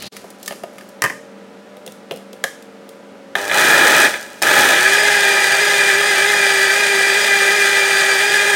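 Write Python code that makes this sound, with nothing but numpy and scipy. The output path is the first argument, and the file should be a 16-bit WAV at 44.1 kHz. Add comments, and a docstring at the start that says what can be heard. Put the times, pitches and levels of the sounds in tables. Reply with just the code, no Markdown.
"""A blender crushes ice in a tiled kitchen: its shaft radiates a harmonic whine while chips excite the jar.
First the last ice slides from a bowl into the jar, the bowl is put down and the lid snaps shut; each
impact rings the modes of the struck body. The motor starts against wedged ice, coasts and restarts;
as the cubes break up, the load falls and the whine rises through the slush. The scene is in mono,
over the hum of the room."""
import sys
import numpy as np
from scipy import signal
from scipy.fft import rfft, irfft, next_fast_len
from scipy.io import wavfile
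from scipy.ndimage import map_coordinates

SR = 44100
rng = np.random.default_rng(int(sys.argv[2]) if len(sys.argv) > 2 else 0)


def bounce(signal):
    """Save signal as a 16-bit WAV file at the path given by the first command-line argument."""
    frames = np.transpose(np.atleast_2d(signal))
    limited = np.clip(frames, -1, 1)
    pcm = np.round(limited * 32767).astype(np.int16)
    wavfile.write(sys.argv[1], SR, pcm)


N = 377231
TIME = np.arange(N) / SR

# Levels and gains in all tables are relative.
# spectra of a contact's sharp click, lighter tick and low thud: frequency_hz, gain_db
CLICK_SPECTRUM = [(1200, -54), (2800, 1), (4000, -1), (5200, 6), (7500, 4), (11000, 2), (16000, -7)]
TICK_SPECTRUM = [(1500, -23), (3500, -1), (5200, -1), (7500, -1), (10000, 1), (12000, -4.5), (16000, -6)]
THUD_SPECTRUM = [(50, -32), (110, -29), (170, -8.5), (270, -21), (390, -5), (480, -6.5), (590, 2),
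                 (800, -5.5), (1100, -14), (2500, -44)]
# resonances of the liquid in the jar: centre_hz, half_width_hz, gain_db
LIQUID_MODES = [(152, 26.5, -9.5), (388, 62, -2), (503, 108, -6.5), (608, 87, 3), (828, 50, 6),
                (952, 84, -2)]
# runs of the motor: on_s, wedged_for_s, off_s
MOTOR_RUNS = [(3.355, 0.16, 4.06), (4.419, 0, 9.0)]
TORQUE_HZ = 100  # torque pulses at twice the mains frequency


def amp(db):
    """Amplitude ratio of a level in decibels."""
    return 10 ** (np.asarray(db) / 20)


def unit(x):
    """Normalisation to rms 1."""
    return x / np.sqrt(np.mean(x ** 2) + 1e-20)


def sine(cycles):
    """A sinusoid of a phase given in cycles."""
    return np.sin(2 * np.pi * cycles)


def along(points, hz):
    """Interpolation on a logarithmic frequency axis."""
    knots_hz, values = np.transpose(points)
    return np.interp(np.log(hz + 1), np.log(knots_hz + 1), values)


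def wobble(knots_per_s):
    """Smooth random modulation: a spline through Gaussian knots."""
    return map_coordinates(rng.standard_normal(int(N * knots_per_s / SR) + 4), [TIME * knots_per_s])


def shape(points):
    """Magnitude response through points of frequency_hz, gain_db."""
    return lambda hz: amp(along(points, hz))


def body(modes):
    """Magnitude response of a resonator: Lorentzian peaks added in power."""
    return lambda hz: np.sqrt(sum((amp(db) / (1 + ((hz - centre) / width) ** 2)) ** 2
                                  for centre, width, db in modes))


def colour(x, gain, size=8192):
    """Minimum-phase filtering at unit energy, built by folding the cepstrum."""
    cepstrum = irfft(np.log(gain(np.fft.rfftfreq(size, 1 / SR)) + 1e-6))
    cepstrum[1:size // 2] *= 2
    cepstrum[size // 2 + 1:] = 0
    response = irfft(np.exp(rfft(cepstrum)))
    return signal.fftconvolve(x, response / np.linalg.norm(response))[:N]


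def kitchen(x, wet_db):
    """Reverberation: the tiles add a diffuse, exponentially decaying tail to the direct sound."""
    # reverberation times: frequency_hz, t60_s
    decay_times = [(150, 0.32), (600, 0.27), (2000, 0.34), (7000, 0.49), (11000, 0.38), (15000, 0.29)]
    hz, t, noise = signal.stft(rng.standard_normal(SR // 2), SR, nperseg=256)
    decay = amp(-60 * t / along(decay_times, hz)[:, None])
    tail = signal.istft(noise * decay, SR, nperseg=256)[1]
    tail = np.pad(tail, (SR // 200, 0))  # 5 ms pre-delay
    return x + amp(wet_db) * signal.fftconvolve(x, tail / np.linalg.norm(tail))[:N]


def impacts(per_s, spread_db):
    """Shot noise: a Poisson train of blows of scattered size, rms 1."""
    struck = rng.random(N) < per_s / SR
    sizes = amp(spread_db * np.minimum(rng.exponential(size=N), 4))
    return unit(struck * sizes * rng.choice([-1, 1], N))


def knocks(contacts, click, modes, thud, gains_db, t60_s):
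    """Impact excitation gives a click, a modal ring and a thud; gains_db and t60_s follow that order."""
    t = np.arange(SR // 8) / SR
    force, blows = np.zeros((3, N + len(t))), np.zeros(N)
    fades = amp(-60 * t / np.array(t60_s)[:, None])
    for start_s, *levels_db in contacts:
        start = round(start_s * SR)
        # one hard blow, then a brief chatter of the touching surfaces
        burst = fades * rng.standard_normal(fades.shape)
        burst[:, 0] = 0.38 * np.linalg.norm(burst, axis=1)
        burst *= np.sqrt(np.sum(fades ** 2, axis=1) / np.sum(burst ** 2, axis=1))[:, None]
        force[:, start:start + len(t)] += amp(levels_db)[:, None] * burst
        blows[start] = amp(levels_db[0])
    # the tiles scatter each hard blow into a smooth tail and throw back little of the ring
    scatter = kitchen(blows, wet_db=9.5) - blows
    clicks = colour(force[0, :N] + scatter, shape(click))
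    rings = kitchen(colour(force[1], body(modes)), wet_db=-9)
    thuds = kitchen(colour(force[2], shape(thud)), wet_db=-9)
    return amp(gains_db) @ np.array([clicks, rings, thuds])


def room_tone():
    """Background noise: broadband moving air under the unsteady line spectrum of an appliance."""
    # partials of the appliance: pitch_hz, level_db
    partials = [(199.2, -50.5), (226.1, -55), (274.5, -53), (457.6, -50), (549.1, -50.5), (597.5, -50.5),
                (990.5, -59)]
    # spectrum of the air: frequency_hz, gain_db
    air = [(24, -67), (40, -60), (85, -21.5), (163, -16), (189, -3.5), (283, -8), (329, -7), (455, -5),
           (646, -11.5), (790, -9), (1070, -19.5), (1210, -13), (3830, -26), (9220, -36), (16000, -48)]
    hum = sum(amp(db + 2.5 + 2.7 * wobble(5.14)) * np.sin(2 * np.pi * hz * TIME + 0.34 * wobble(17))
              for hz, db in partials)
    return hum + amp(-43) * colour(rng.standard_normal(N), shape(air))


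def sliding_ice():
    """Sliding friction: dense micro-impacts scrape over the bowl while small chips tick."""
    # shoves that swell and die away: peak_s, level_db
    shoves = [(0.04, -32.5), (0.07, -33.5), (0.175, -44), (0.5, -44), (0.8, -57)]
    # spectrum of the scrape: frequency_hz, gain_db
    friction = [(40, -21), (90, 2), (250, 2), (500, -8), (1500, -8), (2800, -2), (3400, -2),
                (4200, 3.5), (6000, -11), (16000, -44)]
    swell_db_per_s, fade_db_per_s = 150, 220
    slide_db = np.max([db - np.maximum(swell_db_per_s * (peak_s - TIME), fade_db_per_s * (TIME - peak_s))
                       for peak_s, db in shoves], axis=0)
    scrape = amp(slide_db) * colour(impacts(4000, spread_db=4), shape(friction))
    ticks_db = -45 + 0.49 * (slide_db - slide_db.max())
    ticks = amp(ticks_db) * colour(impacts(70, spread_db=-2), shape(CLICK_SPECTRUM))
    return kitchen(scrape, wet_db=-15) + kitchen(ticks, wet_db=3)


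def falling_ice():
    """Free vibration: cubes tipped into the jar ring in their own modes."""
    # landings: start_s, click_db, ring_db, thud_db
    landings = [(0.0233, -13, -28, -37), (0.1664, -16, -25.5, -42), (0.2423, -37, -45, -23.5),
                (0.3035, -22, -41, -46), (0.4294, -16, -50, -45), (0.4603, -13, -47, -44),
                (0.4785, -5.5, -19, -30), (0.5084, -25, -24, -20), (0.523, -21, -24.5, -20.5),
                (0.6355, -24, -26, -15.5), (0.7831, -23, -31, -40), (0.8096, -31, -33, -42),
                (0.8897, -26, -55, -42)]
    # resonances of the cubes: centre_hz, half_width_hz, gain_db
    cube_modes = [(1240, 46, 2.5), (1780, 130, 5), (2170, 180, -1.5), (2920, 510, -4.5), (3970, 170, -21),
                  (4830, 120, -3)]
    return knocks(landings, TICK_SPECTRUM, cube_modes, THUD_SPECTRUM,
                  gains_db=(-13.5, -2.5, -5), t60_s=(0.038, 0.037, 0.048))


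def bowl_set_down():
    """Repeated impact: the china bowl lands and rocks, with the counter as a sounding board."""
    # contacts: start_s, click_db, ring_db, thud_db
    contacts = [(1.0206, -1, -14, -25.5), (1.0391, -4, -12.5, -20.5), (1.0484, -11, -16.5, -35),
                (1.0605, -16, -19.5, -35), (1.0989, -21, -24, -30.5)]
    # resonances of the bowl: centre_hz, half_width_hz, gain_db
    china_modes = [(1020, 95, -7.5), (1220, 20, -3), (1610, 120, -11), (1850, 150, -1.5), (1980, 70, -9),
                   (2500, 270, -16), (3100, 100, -16)]
    # thud of the counter: frequency_hz, gain_db
    counter = [(30, -27), (70, -23), (130, 2), (270, -4.5), (400, 1), (900, -5), (1400, -11), (3000, -29)]
    return knocks(contacts, CLICK_SPECTRUM, china_modes, counter,
                  gains_db=(-10.5, 6.5, 1), t60_s=(0.021, 0.035, 0.097))


def lid_seating():
    """Damped vibration: the lid is pressed down and its rim rings briefly over a hollow thud."""
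    # contacts: start_s, click_db, ring_db, thud_db
    contacts = [(1.7692, -34, -43, -33), (1.864, -21.5, -40, -27), (1.8769, -25, -33, -27),
                (1.9213, -26.5, -48, -44), (2.1109, -29, -19.5, -16.5), (2.1207, -29, -34, -19),
                (2.1394, -35, -49, -28), (2.1609, -25.5, -45, -37), (2.1724, -29, -53, -41),
                (2.331, -26, -35.5, -34), (2.6249, -31, -49, -47), (2.8913, -27, -42, -48)]
    # resonances of the rim: centre_hz, half_width_hz, gain_db
    rim_modes = [(1210, 120, -8), (2000, 300, -3), (2720, 250, -2), (3300, 280, 0), (3600, 260, -4),
                 (5330, 930, -17)]
    # thud of the lid: frequency_hz, gain_db
    hollow = [(60, -50), (170, -8), (300, -21), (400, -4), (500, 4.5), (600, -5), (800, -12), (1100, -27),
              (2500, -41)]
    return knocks(contacts, TICK_SPECTRUM, rim_modes, hollow,
                  gains_db=(-5.5, 2.5, 0), t60_s=(0.014, 0.018, 0.058))


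def plastic_clacks():
    """Impulsive excitation of plastic: the lid snaps home, then the switch is pressed twice."""
    # snaps: start_s, click_db, ring_db, thud_db
    snaps = [(2.4399, -5, -13, -20.5), (3.3534, -15, -10.5, -18.5), (4.419, -11, -15, -22)]
    # resonances of the plastic: centre_hz, half_width_hz, gain_db
    plastic_modes = [(1230, 72, 3), (1710, 160, 8), (2090, 250, -1), (2860, 73, -11), (3400, 600, -4)]
    return knocks(snaps, CLICK_SPECTRUM, plastic_modes, THUD_SPECTRUM,
                  gains_db=(-8.5, 2.5, 3), t60_s=(0.02, 0.032, 0.061))


def motor_drive():
    """Rotational inertia: the share of full speed rises once the blades are free and coasts when off."""
    wedged_share, kick_s, spin_up_s, coast_halving_s = 0.35, 0.007964, 0.035, 0.042
    drive = np.full(N, 1e-4)
    for on, wedged, off in MOTOR_RUNS:
        kick = np.clip((TIME - on) / kick_s, 0, 1)
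        spin = 1 - (1 - wedged_share) * np.exp(-np.maximum(TIME - on - wedged, 0) / spin_up_s)
        coast = 1 / (1 + np.maximum(TIME - off, 0) / coast_halving_s)
        drive = np.maximum(drive, kick * spin * coast)
    return drive


def ice_break_up():
    """Fragmentation: the load of whole cubes drops, then the share of coarse ice decays; both 0-1."""
    break_s, width_s, chip_share, grind_s = 4.76, 0.035, 0.5, 1.0
    load = (1 - np.tanh((TIME - break_s) / (2 * width_s))) / 2
    chips = chip_share * np.exp(-np.maximum(TIME - break_s, 0) / grind_s)
    return load, load + (1 - load) * chips


def shaft_turns(drive, load):
    """Phase is the integral of speed, which sags under whole cubes."""
    # unloaded blade-pass rate, wandering in brief surges: time_s, pitch_hz
    blade_pass = [(4.85, 394.6), (4.93, 393.9), (4.96, 410.5), (5.08, 414.6), (5.24, 400.7), (5.55, 390.7),
                  (5.62, 411.0), (5.96, 392.4), (6.01, 405.1), (6.1, 411.6), (6.15, 389.0), (6.21, 389.1),
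                  (6.3, 416.3), (6.46, 393.6), (6.72, 391.0), (6.8, 410.0), (6.93, 394.0), (7.13, 394.7),
                  (7.2, 408.9), (7.36, 397.0), (7.5, 396.9), (7.58, 412.2), (7.62, 398.5), (8.19, 390.3),
                  (8.26, 406.8), (8.55, 403.1)]
    blade_count, sag = 2, 0.35
    free_hz = np.interp(TIME, *np.transpose(blade_pass)) / blade_count
    return np.cumsum(free_hz * drive * (1 - sag * load)) / SR


def power_law(drive, coarse, gain_db, exponent, coarse_db):
    """Amplitude grows as a power of the drive; coarse ice shifts the level by up to coarse_db."""
    return amp(gain_db + coarse_db * coarse) * drive ** exponent


def stall_growl(drive):
    """Forced vibration: while the blades are wedged, torque pulses buzz through the liquid's modes."""
    pulses = unit(np.diff(np.floor(TORQUE_HZ * TIME), prepend=0) - TORQUE_HZ / SR)
    powered = sum((TIME > on) & (TIME < off) for on, wedged, off in MOTOR_RUNS)
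    return amp(-25.5) * powered * (1 - drive) * colour(pulses, body(LIQUID_MODES))


def whine(turns, drive, load, coarse):
    """Rotor harmonics: a blade-pass tone and higher shaft orders, broadened by phase jitter."""
    # harmonics of the shaft speed: order, level_db
    shaft_orders = [(3, -43), (4, -30.5), (6, -37), (7, -33), (8, -19), (9, -35), (10, -21), (12, -23.5),
                    (16, -33.5), (18, -32.5), (23, -40), (24, -29), (25, -36.5), (34, -34.5), (43, -39)]
    # resonances of the motor housing: centre_hz, half_width_hz, gain_db
    housing_modes = [(1664, 43, -7), (2392, 37, -2), (3320, 49, 3), (4730, 26, 3.5), (4890, 34, -2)]
    shaken = turns + 0.012 * wobble(16) + 0.004 * wobble(45) + 0.002 * wobble(260)
    torque = 1 + 0.073 * sine(TORQUE_HZ * TIME)
    orders = torque * sum(amp(db + 2.8 * wobble(45)) * sine(order * shaken + rng.random())
                          for order, db in shaft_orders)
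    # an order swells as it sweeps over a sharp resonance
    housing = amp(-19) * colour(orders, body(housing_modes))
    blades = amp(-24 + 1.8 * wobble(16)) * sine(2 * (shaken + 0.041 * wobble(30)))
    overtones = kitchen(amp(-2) * orders + housing, wet_db=-10)
    gain = power_law(drive, coarse, gain_db=0.68, exponent=2.3, coarse_db=-2.5)
    choke = amp(-11.5 * load)  # whole cubes choke the whine
    return gain * choke * (blades + overtones)


def chip_rattle(turns, drive, coarse, jar_modes):
    """Modulated shot noise: chips hammer the jar and fine spray hisses, in surges tied to the blades."""
    surge = amp(1.2 * sine(2 * turns) + 1.2 * sine(6 * turns) + wobble(130))
    torque = amp(0.9 * sine(TORQUE_HZ * TIME))
    # spectrum of the spray: frequency_hz, gain_db
    spray_spectrum = [(1500, -45.5), (2700, 2.5), (3800, -3.5), (4900, 3), (5400, -1.5), (6100, 2),
                      (7000, -0.5), (7600, -2.5), (8600, 2.5), (9800, -5), (11500, -11), (15800, -14)]
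    chips = impacts(2200, spread_db=0.5)
    rattle = colour(torque * surge * (0.62 * chips + 0.79 * rng.standard_normal(N)), body(jar_modes))
    rattle *= power_law(drive, coarse, gain_db=-17, exponent=1.68, coarse_db=4.66)
    spray = colour(surge * (0.5 * chips + 0.73 * rng.standard_normal(N)), shape(spray_spectrum))
    spray *= power_law(drive, coarse, gain_db=-23.5, exponent=1.47, coarse_db=1)
    return rattle + kitchen(spray, wet_db=-9)


def churn(drive, coarse):
    """Random excitation of the churning liquid's low resonances."""
    gain = power_law(drive, coarse, gain_db=-27.5, exponent=1.56, coarse_db=7.9)
    return gain * colour(impacts(2500, spread_db=3), body(LIQUID_MODES))


def cracking(drive, coarse):
    """Brittle fracture: sharp cracks stand out while there are big pieces to split."""
    # spectrum of a crack: frequency_hz, gain_db
    fracture = [(1200, -25), (3000, 2), (6000, 6), (11000, -1), (15500, -5.5), (17000, -22)]
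    gain = power_law(drive, coarse, gain_db=-34.5, exponent=1.26, coarse_db=9.9)
    return kitchen(gain * colour(impacts(330, spread_db=4.2), shape(fracture)), wet_db=-9)


def cube_thumps(drive, coarse):
    """Structure-borne sound: whole cubes thump the wall and shake the base."""
    # response of wall and base: frequency_hz, gain_db
    structure = [(20, -14), (70, -21), (160, -14), (250, -1), (360, 5.5), (700, -3), (1100, -5.5),
                 (1280, 9), (1500, 8), (2200, -15.5)]
    gain = power_law(drive, coarse, gain_db=-51.5, exponent=1.7, coarse_db=33.3)
    return gain * colour(impacts(700, spread_db=0.5), shape(structure))


def jar_jolts(jar_modes):
    """Transient response: single cubes jolt the jar as the blades bite or slow down."""
    # jolts: start_s, click_db, ring_db, thud_db
    jolts = [(3.4967, -28, -14, -30), (3.5139, -16, -9, -24), (4.14, -32, -14.5, -27),
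             (4.156, -34, -21, -36), (4.4235, 2, -17, -21), (4.4325, -4.5, -12.5, -19)]
    return knocks(jolts, CLICK_SPECTRUM, jar_modes, THUD_SPECTRUM,
                  gains_db=(-10, 1.5, 3.5), t60_s=(0.024, 0.034, 0.048))


def scene():
    """Superposition of all sources; one shaft drives both the whine and the crushing."""
    # resonances of the jar: centre_hz, half_width_hz, gain_db
    jar_modes = [(1245.4, 30.6, -8.5), (1308, 16, -13.5), (1688, 93.6, -1), (1914, 170, -8),
                 (2424, 114, -7.5), (2970, 92, -15.5), (3320, 150, -14), (3647, 120, -16),
                 (4025, 154, -18.5)]
    drive = motor_drive()
    load, coarse = ice_break_up()
    turns = shaft_turns(drive, load)
    motor = stall_growl(drive) + whine(turns, drive, load, coarse)
    crushing = chip_rattle(turns, drive, coarse, jar_modes) + churn(drive, coarse)
    crushing += cracking(drive, coarse) + cube_thumps(drive, coarse)
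    no_bass = signal.butter(4, 85, "high", fs=SR, output="sos")  # a small jar radiates no deep bass
    blender = signal.sosfilt(no_bass, motor + crushing) + jar_jolts(jar_modes)
    handling = sliding_ice() + falling_ice() + bowl_set_down() + lid_seating() + plastic_clacks()
    mono = room_tone() + handling + blender
    return np.array([mono, mono])


def record(dry):
    """The level dips briefly near the start; soft saturation rounds the peaks, a low-pass cuts the top."""
    dip_start_s, dip_end_s, dip_fade_s, dip_db = 0.092, 0.11, 0.015, -40
    ceiling, top_hz = 0.85, 15950
    outside_s = np.maximum(dip_start_s - TIME, TIME - dip_end_s)
    dipped = dry * amp(dip_db * np.clip(1 - outside_s / dip_fade_s, 0, 1))
    rounded = dipped / (1 + np.abs(dipped / ceiling) ** 8) ** (1 / 8)
    size = next_fast_len(N + SR // 8)
    passband = np.fft.rfftfreq(size, 1 / SR) < top_hz
    return irfft(rfft(rounded, size) * passband, size)[:, :N]


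dry = scene()
out = record(dry)
bounce(out)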